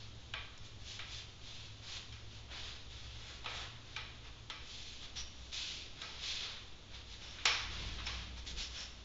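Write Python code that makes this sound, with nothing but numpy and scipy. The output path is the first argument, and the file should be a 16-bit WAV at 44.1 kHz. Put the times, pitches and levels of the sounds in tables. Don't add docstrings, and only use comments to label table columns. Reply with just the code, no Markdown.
import sys
import numpy as np
from scipy import signal
from scipy.fft import rfft, irfft, next_fast_len
from scipy.io import wavfile
from scipy.ndimage import uniform_filter1d

SR = 44100
rng = np.random.default_rng(int(sys.argv[2]) if len(sys.argv) > 2 else 0)


def master(y):
    cut = np.clip(np.atleast_2d(y).T, -1, 1)
    pcm = np.round(cut * 32767)
    wavfile.write(sys.argv[1], SR, pcm.astype(np.int16))


N = 398663
TIME = np.arange(N) / SR

# f/Hz, relative level per Hz/dB
AIR_SPECTRUM = [(12, 3), (22, -12), (38, -8), (62, -16), (85, -9), (115, -15), (160, -18), (300, -20.5),
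                (765, -28), (1290, -30.5), (1830, -41), (3500, -23.5), (4730, -33.5), (6710, -35.5),
                (7230, -42.5), (7790, -60.5), (9000, -66)]
# t/s, level/dB
HUM_CURVE = [(0, -67), (4.8, -67), (5.2, -60), (6, -67), (6.6, -68), (6.9, -62), (7.45, -60), (7.65, -52),
             (7.9, -49), (8.2, -50), (8.5, -51), (8.7, -60), (9.04, -55)]
# t/s, firing rate f/Hz, level/dB before a 1 dB lift
ENGINE_CURVE = [(0, 109, -58), (.3, 103, -60), (1.7, 105, -60), (2.8, 109, -60), (3.8, 115, -61),
                (4.6, 117, -62), (4.95, 98, -67), (6.5, 97, -65), (7.4, 97.5, -63), (7.85, 96.5, -55),
                (8.3, 96, -61), (9.04, 95, -70)]
# f/Hz, time to fall 60 dB/s
GARAGE_DECAY = [(300, 0.94), (1000, 0.93), (2800, 0.88), (5000, 0.78), (7500, 0.77)]
# start t/s, speeding up/s, slowing down/s, friction level/dB,
# dark rustle against friction/dB, fine hiss against friction/dB
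WIPE_STROKES = [(0.0, 0.0045, 0.11, -55.5, -13, -15), (0.19, .04, .12, -68, -21, -5),
                (0.62, 0.036, .08, -58, -15, -7.5), (0.78, 0.16, 0.082, -50.5, -15, -8.5),
                (1.05, 0.11, 0.12, -49, -16.5, -10), (1.4, 0.078, 0.42, -52.5, -14.5, -12),
                (1.79, 0.14, 0.16, -48, -11, -10.5), (2.26, .1, 0.11, -58, -11, -11),
                (2.48, 0.049, 0.12, -53, -2, -15), (2.51, 0.093, 0.3, -49, -9, -14),
                (2.879, 0.033, 0.65, -55.5, -10.5, -13), (3.17, .11, 0.24, -55.5, -5, -9),
                (3.439, 0.14, 0.16, -49, -3.5, -11.5), (3.83, .1, 0.15, -58, -6.5, -13),
                (4.23, 0.026, 0.081, -57.5, -3, -15), (4.58, 0.17, 0.56, -52, -19.5, -10.5),
                (5.0, .03, 0.083, -53, -13, -12), (5.152, 0.018, 0.095, -44.5, -12.5, -14.5),
                (5.33, 0.13, 0.18, -60.5, -16, -8), (5.513, 0.03, 0.48, -42.5, -17.5, -11.5),
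                (5.94, 0.11, 0.33, -52.5, -7.5, -14), (6.159, .14, 0.3, -42, -15, -13.5),
                (6.37, 0.084, 0.23, -48.5, -7.5, -18), (6.89, 0.078, 0.087, -53, -6.5, -16.5),
                (7.05, 0.067, 0.16, -55, -15, -12), (7.16, 0.077, 0.6, -55.5, -6, -13),
                (7.69, 0.04, 0.72, -49.5, -7.5, -14), (8.05, 0.095, 0.23, -51.5, -7, -17),
                (8.355, 0.027, 0.066, -54, -8.5, -11), (8.458, 0.019, 0.1, -47, -13.5, -8.5),
                (8.55, .058, .1, -42.5, -13.5, -11), (8.69, 0.1, 0.13, -48.5, -9, -10)]
# friction, dark rustle, fine hiss level/dB
CREEP_LEVELS = (-66.5, -69.5, -76.5)
# f/Hz, relative level per Hz/dB
CLOTH_SPECTRUM = [(200, -32), (400, -19), (800, -17), (1300, -14), (1800, -13.5), (2400, -9), (3000, -5),
                  (3500, -2), (3950, -4.5), (4500, -8), (5300, -10), (6000, -13), (6800, -15), (7400, -23),
                  (7800, -42)]
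# t/s, overall level/dB, treble tilt/dB and bass tilt/dB (-19 is neutral),
# contact pitch f/Hz, hollow panel note f/Hz, trim of the room tail/dB
PANEL_KNOCKS = [(0.337, -22.5, -29.5, -18, 3170, 1610, -10.5), (0.576, -42.5, -7, -28, 2510, 1280, -18),
                (0.991, -29.5, -23, -19.5, 2400, 1620, -3), (2.124, -38, -16, -25, 3100, 1600, -3),
                (3.444, -32.5, -22, -10, 1180, 870, -7), (3.459, -26, -27, -11, 2430, 1280, -3.5),
                (3.963, -24.5, -23, -19, 2400, 1580, -7), (4.499, -27, -20.5, -17.5, 3080, 1280, -5.5),
                (5.021, -44, -14, -14, 3300, 1280, 2.5), (6.016, -27.5, -16, -15, 3700, 1600, -13.5),
                (7.385, -36.5, -31, -23, 2910, 1600, -0.5), (7.454, -11.5, -15.5, -18.5, 2320, 1210, -4),
                (7.983, -38, -40, -12, 3300, 1280, 4), (8.067, -27, -16, -17, 2390, 1170, 0)]
# f/Hz, relative level per Hz/dB
KNOCK_SPECTRUM = [(150, -35), (300, -22), (500, -23.5), (750, -14), (1150, -9), (1700, -8.5), (2400, -7),
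                  (3100, -5), (3900, -4.5), (4800, -13.5), (5400, -11), (6500, -15), (7300, -16),
                  (7800, -45.5)]
# f/Hz, width/Hz, relative level/dB
GLASS_MODES = [(485, 50, -13), (660, 50, -13), (872, 40, -9), (1135, 50, -7), (1285, 80, -4),
               (1600, 90, -7), (1975, 110, -4), (2250, 80, -3), (2385, 90, -2), (2468, 70, -4),
               (3150, 110, -4), (3500, 100, -6), (3920, 110, -6), (4460, 80, -8), (5060, 60, -12),
               (5185, 60, -10), (5420, 100, -5)]
# t/s, length/s, level/dB, pitch f/Hz, whistle width/Hz,
# broad rasp against the whistle/dB
CLOTH_SQUEAKS = [(5.157, 0.074, -46.7, 5630, 200, -3), (7.203, 0.17, -60.5, 5570, 150, -2),
                 (8.054, 0.034, -47, 5330, 70, -6), (8.366, 0.045, -62.5, 5500, 100, -12),
                 (8.602, 0.087, -50.5, 5320, 70, -9), (8.742, 0.14, -51, 5470, 65, -20)]
# f/Hz, width/Hz, level against the whistle/dB
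SQUEAK_RESONANCES = [(1250, 100, -23.5), (3480, 160, -11), (5260, 100, -3), (5830, 120, -8.5),
                     (6000, 100, -9)]
# t/s, length/s, deep rumble level/dB, low rustle level/dB
WEIGHT_SHIFTS = [(5.62, 0.59, -55, -62.5), (7.498, 0.68, -50.5, -58), (8.383, 0.3, -46, -59.5)]


def gain_of(db):
    return 10 ** (np.asarray(db) / 20)


def evened(x):
    return x / np.sqrt(np.mean(x ** 2) + 1e-20)


def read(points, hz):
    f, value = np.transpose(points)
    return np.interp(np.log(hz + 1), np.log(f + 1), value)


def follow(rows):
    t, *columns = np.transpose(rows)
    return [uniform_filter1d(np.interp(TIME, t, column), size=SR // 100) for column in columns]


def add(mix, t, sound):
    part = mix[max(round(t * SR), 0):][:len(sound)]
    part += sound[:len(part)]


def shaped(x, gain):
    size = next_fast_len(len(x))
    spectrum = rfft(x, size)
    return irfft(spectrum * gain(np.fft.rfftfreq(size, 1 / SR)), size)[:len(x)]


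def noise(gain, count=N):
    return evened(shaped(rng.standard_normal(count), gain))


def band(hz, width_hz, count=N):
    return noise(lambda f: 1 / (1 + (2 * (f - hz) / width_hz) ** 2), count)


def drift(rate_hz, count=N):
    return noise(lambda f: 1 / (1 + (f / rate_hz) ** 4), count)


def humming():
    level_db, = follow(HUM_CURVE)
    tone = evened(np.sin(2 * np.pi * 60.3 * TIME + 0.7 * drift(2.5)))
    overtones = evened(band(178, 13) + band(220, 200))
    boom = gain_of(-59) * band(62, 13)
    return gain_of(level_db) * (tone + gain_of(-14) * overtones) + boom


def engine():
    firing_hz, level_db = follow(ENGINE_CURVE)
    tone = np.sin(2 * np.pi * np.cumsum(firing_hz) / SR)
    unsteadiness = 1 + 0.061 * drift(4.4)
    drone = tone * unsteadiness + 0.41 * band(111.7, 13)
    return gain_of(level_db + 1) * evened(drone)


def background():
    air = noise(lambda f: gain_of(read(AIR_SPECTRUM, f)))
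    return gain_of(-54) * air + humming() + engine()


def tail(count=SR):
    hz, t, bins = signal.stft(rng.standard_normal(count), SR, nperseg=256)
    decay = gain_of(-60 * t / read(GARAGE_DECAY, hz)[:, None])
    x = signal.istft(bins * decay, SR, nperseg=256)[1][:count]
    return x / np.linalg.norm(x)


def in_room(x, wet_db):
    wet = gain_of(wet_db)
    reflections = signal.oaconvolve(x, tail())[:N]
    return (x + wet * reflections) / np.hypot(1, wet)


def stroking():
    speed_up, slow_down = 1.22, 2.32
    growths = (1, 0.78, 1.23)
    power = gain_of(CREEP_LEVELS)[:, None] ** 2 * np.ones(N)
    for start, rise_s, fall_s, friction_db, rustle_db, hiss_db in WIPE_STROKES:
        t = np.arange(0, rise_s + fall_s, 1 / SR)
        swing = np.sin(np.pi / 2 * np.interp(t, [0, rise_s, rise_s + fall_s], [0, 1, 0]))
        speed = swing ** np.where(t < rise_s, speed_up, slow_down)
        for layer, layer_db, growth in zip(power, (0, rustle_db, hiss_db), growths):
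            amplitude = gain_of(friction_db + layer_db) * speed ** growth
            add(layer, start, amplitude ** 2)
    return np.sqrt(power)


def wiping():
    snags_per_s, snag_db = 900, -6
    body_hz, fine_hz = 2100, 5700
    friction, rustle, hiss = stroking()
    snags = rng.uniform(-1.2, 1, N) * (rng.random(N) < snags_per_s / SR)
    contact = rng.standard_normal(N) + gain_of(snag_db) * evened(snags)
    fibres = shaped(contact, lambda f: gain_of(read(CLOTH_SPECTRUM, f)))
    body = shaped(fibres, lambda f: 1 / (1 + (f / body_hz) ** 6))
    fine = shaped(fibres, lambda f: 1 - 1 / (1 + (f / fine_hz) ** 12))
    middle = fibres - body - fine
    rub = friction * evened(middle) + rustle * evened(body) + hiss * evened(fine)
    uneven_grip = gain_of(0.83 * drift(25))
    return in_room(rub * uneven_grip, wet_db=-5.5)


def knock(level_db, treble_db, bass_db, contact_hz, hollow_hz, tail_db):
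    chatter_s, ring_t60_s = 0.0059, 0.56
    crack_db, room_db, ring_db = -10, -17, -21.5
    neutral_db = -19
    t = np.arange(SR) / SR
    tilt = [(700, bass_db - neutral_db), (1500, 0), (3800, 0.014), (5300, treble_db - neutral_db)]

    def colour(f):
        return gain_of(read(KNOCK_SPECTRUM, f) + read(tilt, f))

    def focus(f):
        lifts = [np.exp(-(12 * (f / hz - 1)) ** 2) for hz in (contact_hz, hollow_hz)]
        return gain_of(7 * sum(lifts))

    def mode_power(f):
        power = 0
        for hz, width_hz, mode_db in GLASS_MODES:
            resonance = 1 / (1 + (2 * (f - hz) / width_hz) ** 2) ** 2
            power = power + gain_of(mode_db + read(tilt, hz)) ** 2 / width_hz * resonance
        return power

    crack = noise(lambda f: colour(f) * focus(f), SR)
    crack *= np.exp(-(t / chatter_s) ** 2) * (1 - np.exp(-t / 0.0008))

    echo = shaped(tail(), lambda f: colour(f) / (1 + (f / 6400) ** 10))
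    echo /= np.std(echo[:SR // 50])
    echo *= (1 - np.exp(-t / 0.003)) * (1 + 0.5 * np.exp(-t / 0.02))

    ring = noise(lambda f: np.sqrt(mode_power(f) * focus(f)), SR)
    ring *= gain_of(-60 * t / ring_t60_s) * (1 - np.exp(-t / 0.003))

    blow = gain_of(crack_db) * crack + gain_of(room_db + tail_db) * echo + gain_of(ring_db) * ring
    return gain_of(level_db) * blow


def knocking():
    out = np.zeros(N)
    for t, *blow in PANEL_KNOCKS:
        add(out, t, knock(*blow))
    return out


def squeaking():
    out = np.zeros(N)
    for t, length_s, level_db, pitch_hz, whistle_width_hz, rasp_db in CLOTH_SQUEAKS:
        whistle = band(pitch_hz, whistle_width_hz, SR)
        rasp = gain_of(rasp_db) * band(5200, 1000, SR)
        ring = sum(gain_of(mode_db) * band(hz, width_hz, SR) for hz, width_hz, mode_db in SQUEAK_RESONANCES)
        chatter = whistle + rasp + ring
        grip = signal.windows.tukey(round(length_s * SR), 0.5)
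        add(out, t, gain_of(level_db) * grip * evened(chatter[:len(grip)]))
    return in_room(out, wet_db=-6)


def shifting():
    out = np.zeros(N)
    for t, length_s, rumble_db, rustle_db in WEIGHT_SHIFTS:
        swell = signal.windows.hann(round(length_s * SR))
        rumble = evened(band(32.7, 13)[:len(swell)])
        rustle = evened((band(145, 59) + band(310, 360))[:len(swell)])
        add(out, t, swell * (gain_of(rumble_db) * rumble + gain_of(rustle_db) * rustle))
    return out


def scene():
    mono = background() + wiping() + knocking() + squeaking() + shifting()
    return np.array([mono, mono])


def record(dry):
    lowpass = signal.firwin(511, 7850, window=("kaiser", 7), fs=SR)
    return signal.oaconvolve(dry, lowpass[None], "same", axes=1)


dry = scene()
out = record(dry)
master(out)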